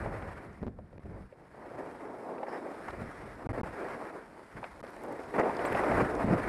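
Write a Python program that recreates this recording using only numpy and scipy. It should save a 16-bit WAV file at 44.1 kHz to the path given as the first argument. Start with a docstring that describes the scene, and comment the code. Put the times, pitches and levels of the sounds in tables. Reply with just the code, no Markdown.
"""Skis slide over soft snow, heard by a helmet microphone in a sealed case: shaped noise swishes, scrapes and sprays,
while decaying noise bursts make the crunches and ticks, and a narrow noise band the squeal of an edge.
Head wind buffets the microphone: low noise with random swells thuds and flutters, rising in gusts.
At listed moments the sound cuts out for some milliseconds, with a downward pop at each end."""
import sys
import numpy as np
from scipy import signal
from scipy.fft import rfft, irfft, next_fast_len
from scipy.io import wavfile
from scipy.ndimage import uniform_filter1d, map_coordinates

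SR = 44100
rng = np.random.default_rng(int(sys.argv[2]) if len(sys.argv) > 2 else 0)


def attenuation_scalar(level_db):
    """Turn a level in dB into a linear amplitude multiplier (20 dB per decade)."""
    decades = np.asarray(level_db, float) / 20
    return 10 ** decades


def put_to_file(sound):
    """Save the sound as 16-bit audio at rate SR, in the file named by the first command-line argument."""
    columns = np.atleast_2d(sound).T  # one column per channel
    safe = np.clip(columns, -1, 1)
    whole_steps = np.round(safe * 32767)
    wavfile.write(sys.argv[1], SR, whole_steps.astype(np.int16))


N = 285768

# Head wind, its strength given as the level of the deep buffet outside gusts: time_s, buffet_db
WIND_STRENGTH = [(0, -39.5), (.35, -50), (.58, -52.5), (.82, -53.5), (.89, -65), (.96, -57), (1.3, -69.5),
                 (1.78, -62.5), (2.1, -70), (2.6, -74), (2.92, -53.5), (3.3, -54.5), (3.7, -56.5),
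                 (4.3, -71), (4.6, -63), (5.3, -60.5), (5.75, -51), (6.15, -49), (6.48, -44)]
# Gusts on the microphone port: start_s, length_s, flutter_db, buffet_over_flutter_db
PORT_GUSTS = [(0.612, 0.069, -37, -31), (1.036, 0.2, -51.5, 3.5), (2.97, .05, -50, -5),
              (3.441, 0.071, -43, 6.5), (3.58, 0.1, -52, -3), (4.54, 0.049, -55.5, -5),
              (5.363, 0.065, -59, -15), (5.698, 0.046, -37.5, -11), (5.891, 0.14, -34, -7.5),
              (6.235, 0.11, -29.5, -16)]
# Relative spectra of the wind's large and small eddies: frequency_hz, density_db_per_hz
BUFFET_SPECTRUM = [(12, -44.5), (25, -14), (45, -7.5), (75, -7), (120, -10), (400, -73), (4000, -120)]
FLUTTER_SPECTRUM = [(30, -57.5), (80, -7.5), (130, 0), (210, 0), (350, -9.5), (700, -19), (4000, -120)]
# Edge pressure through the turns, before bites: time_s, scrape_db, slide_over_scrape_db
EDGE_PRESSURE = [(0, -48, 5.5), (.3, -49.5, 4.5), (.6, -60, 6), (.74, -71.5, 4.5), (1.19, -61, 6.5),
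                 (1.35, -68.5, 6.5), (1.64, -56.5, 7.5), (2, -53.5, 9.5), (2.29, -56.5, 16),
                 (2.42, -58.5, 15), (2.67, -53.5, 9), (3.05, -51.5, 4.5), (3.4, -53, 7.5), (3.88, -45, 4.5),
                 (4.15, -52.5, 9.5), (4.24, -57, 4), (4.52, -58.5, 4.5), (4.9, -54.5, 6), (5.31, -52, 9.5),
                 (5.52, -46, 10.5), (5.72, -38.5, 6.5), (5.97, -34.5, 5.5), (6.14, -44, 10),
                 (6.32, -39.5, 6.5), (6.48, -40, 2.5)]
# Edges biting into harder snow for a moment: start_s, length_s, scrape_gain_db
EDGE_BITES = [(2.46, 0.11, 8.5), (2.874, 0.012, 13), (2.924, 0.011, 7), (2.97, 0.04, 4), (3.483, 0.15, 3.5),
              (4.56, .025, 10.5), (4.613, 0.059, 5), (5.333, 0.036, 9), (5.375, 0.041, 15),
              (5.423, 0.061, 6), (5.633, 0.036, 1.5), (5.907, 0.012, 1.5), (5.99, 0.018, 5)]
# Powder spray at a light scrape: time_s, spray_db
LIGHT_SPRAY = [(0, -69), (.8, -71.5), (2.3, -67.5), (2.8, -67), (4, -68.5), (4.6, -66), (5.2, -65.5),
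               (5.5, -67), (5.8, -67.5), (6.48, -68.5)]
# Relative spectra of bases, edges and powder: frequency_hz, density_db_per_hz
SLIDE_SPECTRUM = [(60, -52.5), (150, -12.5), (300, 0), (450, 0), (700, -2), (1000, -8), (1600, -23.5),
                  (4000, -120)]
SCRAPE_SPECTRUM = [(500, -38), (900, -2.5), (1300, -1.5), (1900, -4), (2300, -10), (3000, -26.5),
                   (3600, -41), (6000, -120)]
SPRAY_SPECTRUM = [(2000, -1), (3200, 0.1), (4300, -0.6), (5400, -0.6), (6000, -7.5), (7000, -6.5),
                  (9200, -2.5), (11500, -8), (13000, -19.1), (15000, -21), (17000, -83)]
# Moments when the sound cuts out: start_s, length_ms, pop_in_db, pop_out_db (scales of the pop shapes)
SOUND_CUTS = [(.0587, 2.1, -27, -40), (.6301, 4.8, -26, -24), (.6675, 5.2, -26, -29),
              (.6761, 4.9, -30, -25), (.9605, 3.1, -44, -55), (.9833, 11, -40, -37),
              (3.4692, 21.9, -32, -25), (3.5212, 9.3, -55, -50), (3.6133, 19.9, -27, -28),
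              (4.814, 14, -43, -38), (6.2525, 4, -25, -24), (6.2612, 1.8, -40, -21), (6.277, 4.5, -23, -26)]
# Crusts breaking under the skis: start_s, knock_peak_db, pitch_hz, crackle_over_knock_db
CRUST_BREAKS = [(0.06, -26.5, 710, -15), (0.223, -35, 535, -7.5), (0.788, -38.5, 630, -26),
                (0.929, -42, 450, -20), (0.98, -43, 480, -7), (1.055, -41, 506, -20),
                (1.324, -40.5, 430, -19), (1.543, -43.5, 676, -23), (1.578, -42.5, 680, -22),
                (2.044, -41, 810, -22), (2.266, -44.5, 450, -24), (2.381, -39.5, 430, -3),
                (2.43, -25.5, 700, -12.5), (2.482, -30.5, 604, -25), (2.854, -42, 704, -12),
                (2.882, -35, 860, -6), (2.931, -34, 465, -18), (3.394, -41, 764, -19),
                (4.629, -33, 774, -12), (4.64, -32, 685, -0.5), (4.836, -35, 504, -12),
                (4.965, -38, 690, -9), (5.193, -33, 445, -20), (5.339, -29, 590, -17),
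                (5.398, -18, 430, -22), (5.434, -21, 506, -16), (5.495, -23.5, 780, -18),
                (5.592, -24, 544, -13), (5.65, -19.5, 500, -10), (5.721, -28, 495, -4),
                (5.748, -21.5, 606, -7.5), (5.836, -23, 690, -10), (5.915, -20.5, 720, -9.5),
                (6.398, -30, 720, -8)]
# Ice and buckle ticks: start_s, level_db, pitch_hz
HARD_TICKS = [(0.448, -59, 6400), (.53, -60, 5100), (.862, -62, 2550), (.93, -67, 3600), (0.98, -60, 3100),
              (2.353, -57, 4700), (2.885, -50, 4100), (2.906, -46, 2950), (4.642, -61, 3200),
              (4.804, -52, 4400), (4.904, -53, 9100), (4.964, -52, 6100), (5.036, -47, 10300),
              (5.064, -53, 9100), (5.125, -47, 8100), (5.26, -54, 7400), (5.292, -57, 3800),
              (5.381, -55, 7700), (5.397, -41, 4400), (5.549, -47, 3800), (5.568, -39, 3700),
              (4.868, -47, 2700), (5.085, -54, 5500), (5.651, -37, 3300), (5.653, -42, 9300),
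              (5.727, -39, 10600), (6.152, -43, 5500)]
# Ticks that ring on with a pitch: start_s, level_db, pitch_hz
RINGING_TICKS = [(5.657, -45, 8050)]
# An edge squeals, one row (level before its unsteadiness): start_s, length_s, level_db
EDGE_SQUEAL = (2.478, .095, -69)
# Relative spectrum of the squeal: frequency_hz, density_db_per_hz
SQUEAL_SPECTRUM = [(3500, -56), (4700, -14), (5150, -4), (5500, -8), (6500, -62)]

BITE_RISE_S, BITE_FALL_S = 0.0084, 0.01  # the fall is a time constant


def unit(x):
    """Normalisation: equal mean power, rms 1."""
    return x / np.sqrt(np.mean(x ** 2) + 1e-20)


def curves(rows):
    """Linear interpolation: one value per sample for each column after the time."""
    times, *columns = np.transpose(rows)
    return [np.interp(np.arange(N) / SR, times, column) for column in columns]


def wobble(rate_hz):
    """Slow random modulation: a smooth curve through rate_hz random knots a second."""
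    knots = rng.standard_normal(400 * 7)
    return map_coordinates(knots, [np.arange(N) * rate_hz / SR])


def coloured(x, spectrum):
    """Minimum-phase filtering: a folded cepstrum makes the spectrum's filter causal; rms 1."""
    m = 2 * next_fast_len(N // 2 + 4096)
    hz, db = np.transpose(spectrum)
    log_hz = np.log(np.fft.rfftfreq(m, 1 / SR) + 1)
    magnitude = attenuation_scalar(np.interp(log_hz, np.log(hz), db))
    cepstrum = irfft(np.log(magnitude), m)
    cepstrum[1:m // 2] *= 2
    cepstrum[m // 2 + 1:] = 0
    response = np.exp(rfft(cepstrum))
    return unit(irfft(rfft(x, m) * response, m)[:N])


def patchy(spread_db):
    """Non-stationary noise: white noise with random gains in patches of time and frequency."""
    cells = signal.stft(rng.standard_normal(N), nperseg=512)[2]
    field = uniform_filter1d(rng.standard_normal(cells.shape), size=5, axis=0)
    field = uniform_filter1d(field, size=7, axis=1)
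    return unit(signal.istft(cells * attenuation_scalar(spread_db * unit(field)), nperseg=512)[1][:N])


def held(start_s, length_s, rise_s, fall_s):
    """Forcing and relaxation: a squared rise to 1, a hold until length_s, an exponential fall."""
    t = np.arange(N) / SR - start_s
    rise = np.clip(t / rise_s, 0, 1) ** 2
    return rise * np.exp(-np.clip(t - length_s, 0, None) / fall_s)


def wind():
    """Turbulent pressure: eddies reach the port in lumps, large slow ones thud, small quick ones flutter."""
    calm_db, flutter_over_buffet_db = -52.5, 0.5  # at the calm strength
    flutter_growth = 0.7  # dB of flutter per dB of wind
    buffet_db, = curves(WIND_STRENGTH)
    flutter_db = calm_db + flutter_over_buffet_db + flutter_growth * (buffet_db - calm_db)
    buffet_gain, flutter_gain = attenuation_scalar(buffet_db), attenuation_scalar(flutter_db)
    for start_s, length_s, gust_db, deep_db in PORT_GUSTS:
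        gust = held(start_s, length_s, rise_s=0.01, fall_s=0.025)
        buffet_gain += gust * attenuation_scalar(gust_db + deep_db)
        flutter_gain += gust * attenuation_scalar(gust_db)
    lumps = 1.6 * wobble(22)  # shared by both eddy sizes
    buffet = coloured(patchy(spread_db=1.1), BUFFET_SPECTRUM) * attenuation_scalar(lumps)
    flutter = coloured(patchy(spread_db=1.5), FLUTTER_SPECTRUM) * attenuation_scalar(1.4 * lumps + 0.35 * wobble(45))
    return buffet_gain * unit(buffet) + flutter_gain * unit(flutter)


def grains(per_second, spread_db):
    """Shot noise: snow crystals snap at random moments with exponentially spread extra level."""
    snaps = rng.random(N) < per_second / SR
    sizes = attenuation_scalar(spread_db * rng.exponential(1, N))
    return unit(snaps * rng.standard_normal(N) * sizes)


def glide():
    """Friction noise: bases slide, edges scrape, powder sprays; bumps in the snow shake all three together."""
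    slide_share, spray_share = 0.63, 0.34  # shares of a bite's dB gain
    light_db, spray_growth = -53.5, 0.71  # a light scrape; dB of spray per dB of pressure
    pressure_db, slide_over_db = curves(EDGE_PRESSURE)
    light_spray_db, = curves(LIGHT_SPRAY)
    bite_db = sum(db * held(s, length, BITE_RISE_S, BITE_FALL_S) for s, length, db in EDGE_BITES)
    scrape_db = pressure_db + bite_db
    slide_db = pressure_db + slide_over_db + slide_share * bite_db
    spray_db = light_spray_db + spray_growth * (pressure_db - light_db) + spray_share * bite_db
    bumps = 0.3 * wobble(21.8) + 1.2 * wobble(60)
    snaps = grains(per_second=1500, spread_db=1.6)
    slide = coloured(patchy(spread_db=0.5) + 0.56 * snaps, SLIDE_SPECTRUM)
    slide = slide * attenuation_scalar(bumps + 2.6 * wobble(12))
    scrape = coloured(patchy(spread_db=1.75) + 0.6 * snaps, SCRAPE_SPECTRUM)
    scrape = scrape * attenuation_scalar(1.4 * bumps + 0.29 * wobble(30))
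    spray = coloured(patchy(spread_db=1.5) + 0.5 * snaps, SPRAY_SPECTRUM)
    spray = spray * attenuation_scalar(1.14 * bumps + 0.17 * wobble(13.0))
    return attenuation_scalar(slide_db) * unit(slide) + attenuation_scalar(scrape_db) * unit(scrape) + attenuation_scalar(spray_db) * unit(spray)


def hump(t, peak_s):
    """Critically damped impulse: a soft push that peaks at peak_s and fades; height 1."""
    return t / peak_s * np.exp(1 - t / peak_s)


def cut_out(dry):
    """Gating transients: during a cut nothing of the scene passes; each end is heard as a downward pop."""
    passing, pops = np.ones(N), np.zeros(N + SR)
    t = np.arange(SR // 50) / SR
    pop = -hump(t, 0.00055) * (1 - np.exp(-t / 0.0001))
    climb = 0.37 * hump(t + 0.00045, 0.00049)[::-1]  # the pressure climbs just before
    swell = 0.42 * hump(t, 0.0017) ** 2  # the pressure rebounds after the cut
    for start_s, length_ms, in_db, out_db in SOUND_CUTS:
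        start, end = round(start_s * SR), round((start_s + length_ms / 1000) * SR)
        passing[start:end] = 0
        pops[start - len(t):start] += attenuation_scalar(in_db) * climb
        pops[start:][:len(t)] += attenuation_scalar(in_db) * pop
        pops[end:][:len(t)] += attenuation_scalar(out_db) * (0.91 * pop + swell)
    passing = uniform_filter1d(passing, size=21)  # softens the gate's edges
    return dry * passing + uniform_filter1d(pops[:N], size=5)


def burst(hz, width, t60, rise, noise):
    """Damped band noise: a band around hz (width as a ratio) starts fast and dies, times in s; peak 1."""
    edges = np.clip([hz / (1 + width), hz * (1 + width)], 50, SR / 2.2)
    bandpass = signal.butter(3, edges, "bandpass", fs=SR, output="sos")
    band = signal.sosfilt(bandpass, noise)[400:]  # skips the filter's own build-up
    t = np.arange(len(band)) / SR
    puff = band * (1 - np.exp(-t / rise)) * attenuation_scalar(-60 * t / t60)
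    return puff / np.abs(puff).max()


def crunches():
    """Brittle fracture: each break knocks the case near its own pitch and sheds a broader crackle."""
    out = np.zeros(N + SR)
    for start_s, db, hz, crackle_db in CRUST_BREAKS:
        noise = rng.standard_normal((2, SR // 8))
        knock = burst(hz, width=0.27, t60=0.041, rise=0.00053, noise=noise[0])
        crackle = burst(1650, width=0.55, t60=0.03, rise=0.0008, noise=noise[1])
        sound = knock + attenuation_scalar(crackle_db) * crackle
        out[round(start_s * SR):][:len(sound)] += attenuation_scalar(db) * sound
    return out[:N]


def ticks():
    """Impact of thin hard bodies: a quick spit of treble, in some a narrow ring as well."""
    out = np.zeros(N + SR)
    for ring_gain, rows in ((0, HARD_TICKS), (1, RINGING_TICKS)):
        for start_s, db, hz in rows:
            noise = rng.standard_normal((2, SR // 8))
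            ring = burst(hz, width=0.06, t60=0.048, rise=0.00086, noise=noise[0])
            spit = burst(hz, width=0.59, t60=0.0085, rise=0.00013, noise=noise[1])
            sound = ring_gain * ring + 0.88 * spit
            out[round(start_s * SR):][:len(sound)] += attenuation_scalar(db) * sound
    return out[:N]


def squeal():
    """Narrow-band friction: an unsteady band of noise while one edge grinds."""
    start_s, length_s, db = EDGE_SQUEAL
    band = coloured(rng.standard_normal(N), SQUEAL_SPECTRUM) * attenuation_scalar(2.4 * wobble(50))
    return attenuation_scalar(db) * held(start_s, length_s, BITE_RISE_S, BITE_FALL_S) * band


def scene():
    """Superposition: the pressures of all sources add at one microphone."""
    return (wind() + glide() + crunches() + ticks() + squeal())[None]


def low_pass(x):
    """Removes everything above the highest recorded frequency."""
    return signal.sosfilt(signal.butter(12, 15138, fs=SR, output="sos"), x)


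def record(dry):
    """Signal chain: the cuts and their pops act on the summed sound."""
    mix = cut_out(dry)
    return low_pass(mix)


dry = scene()
out = record(dry)
put_to_file(out)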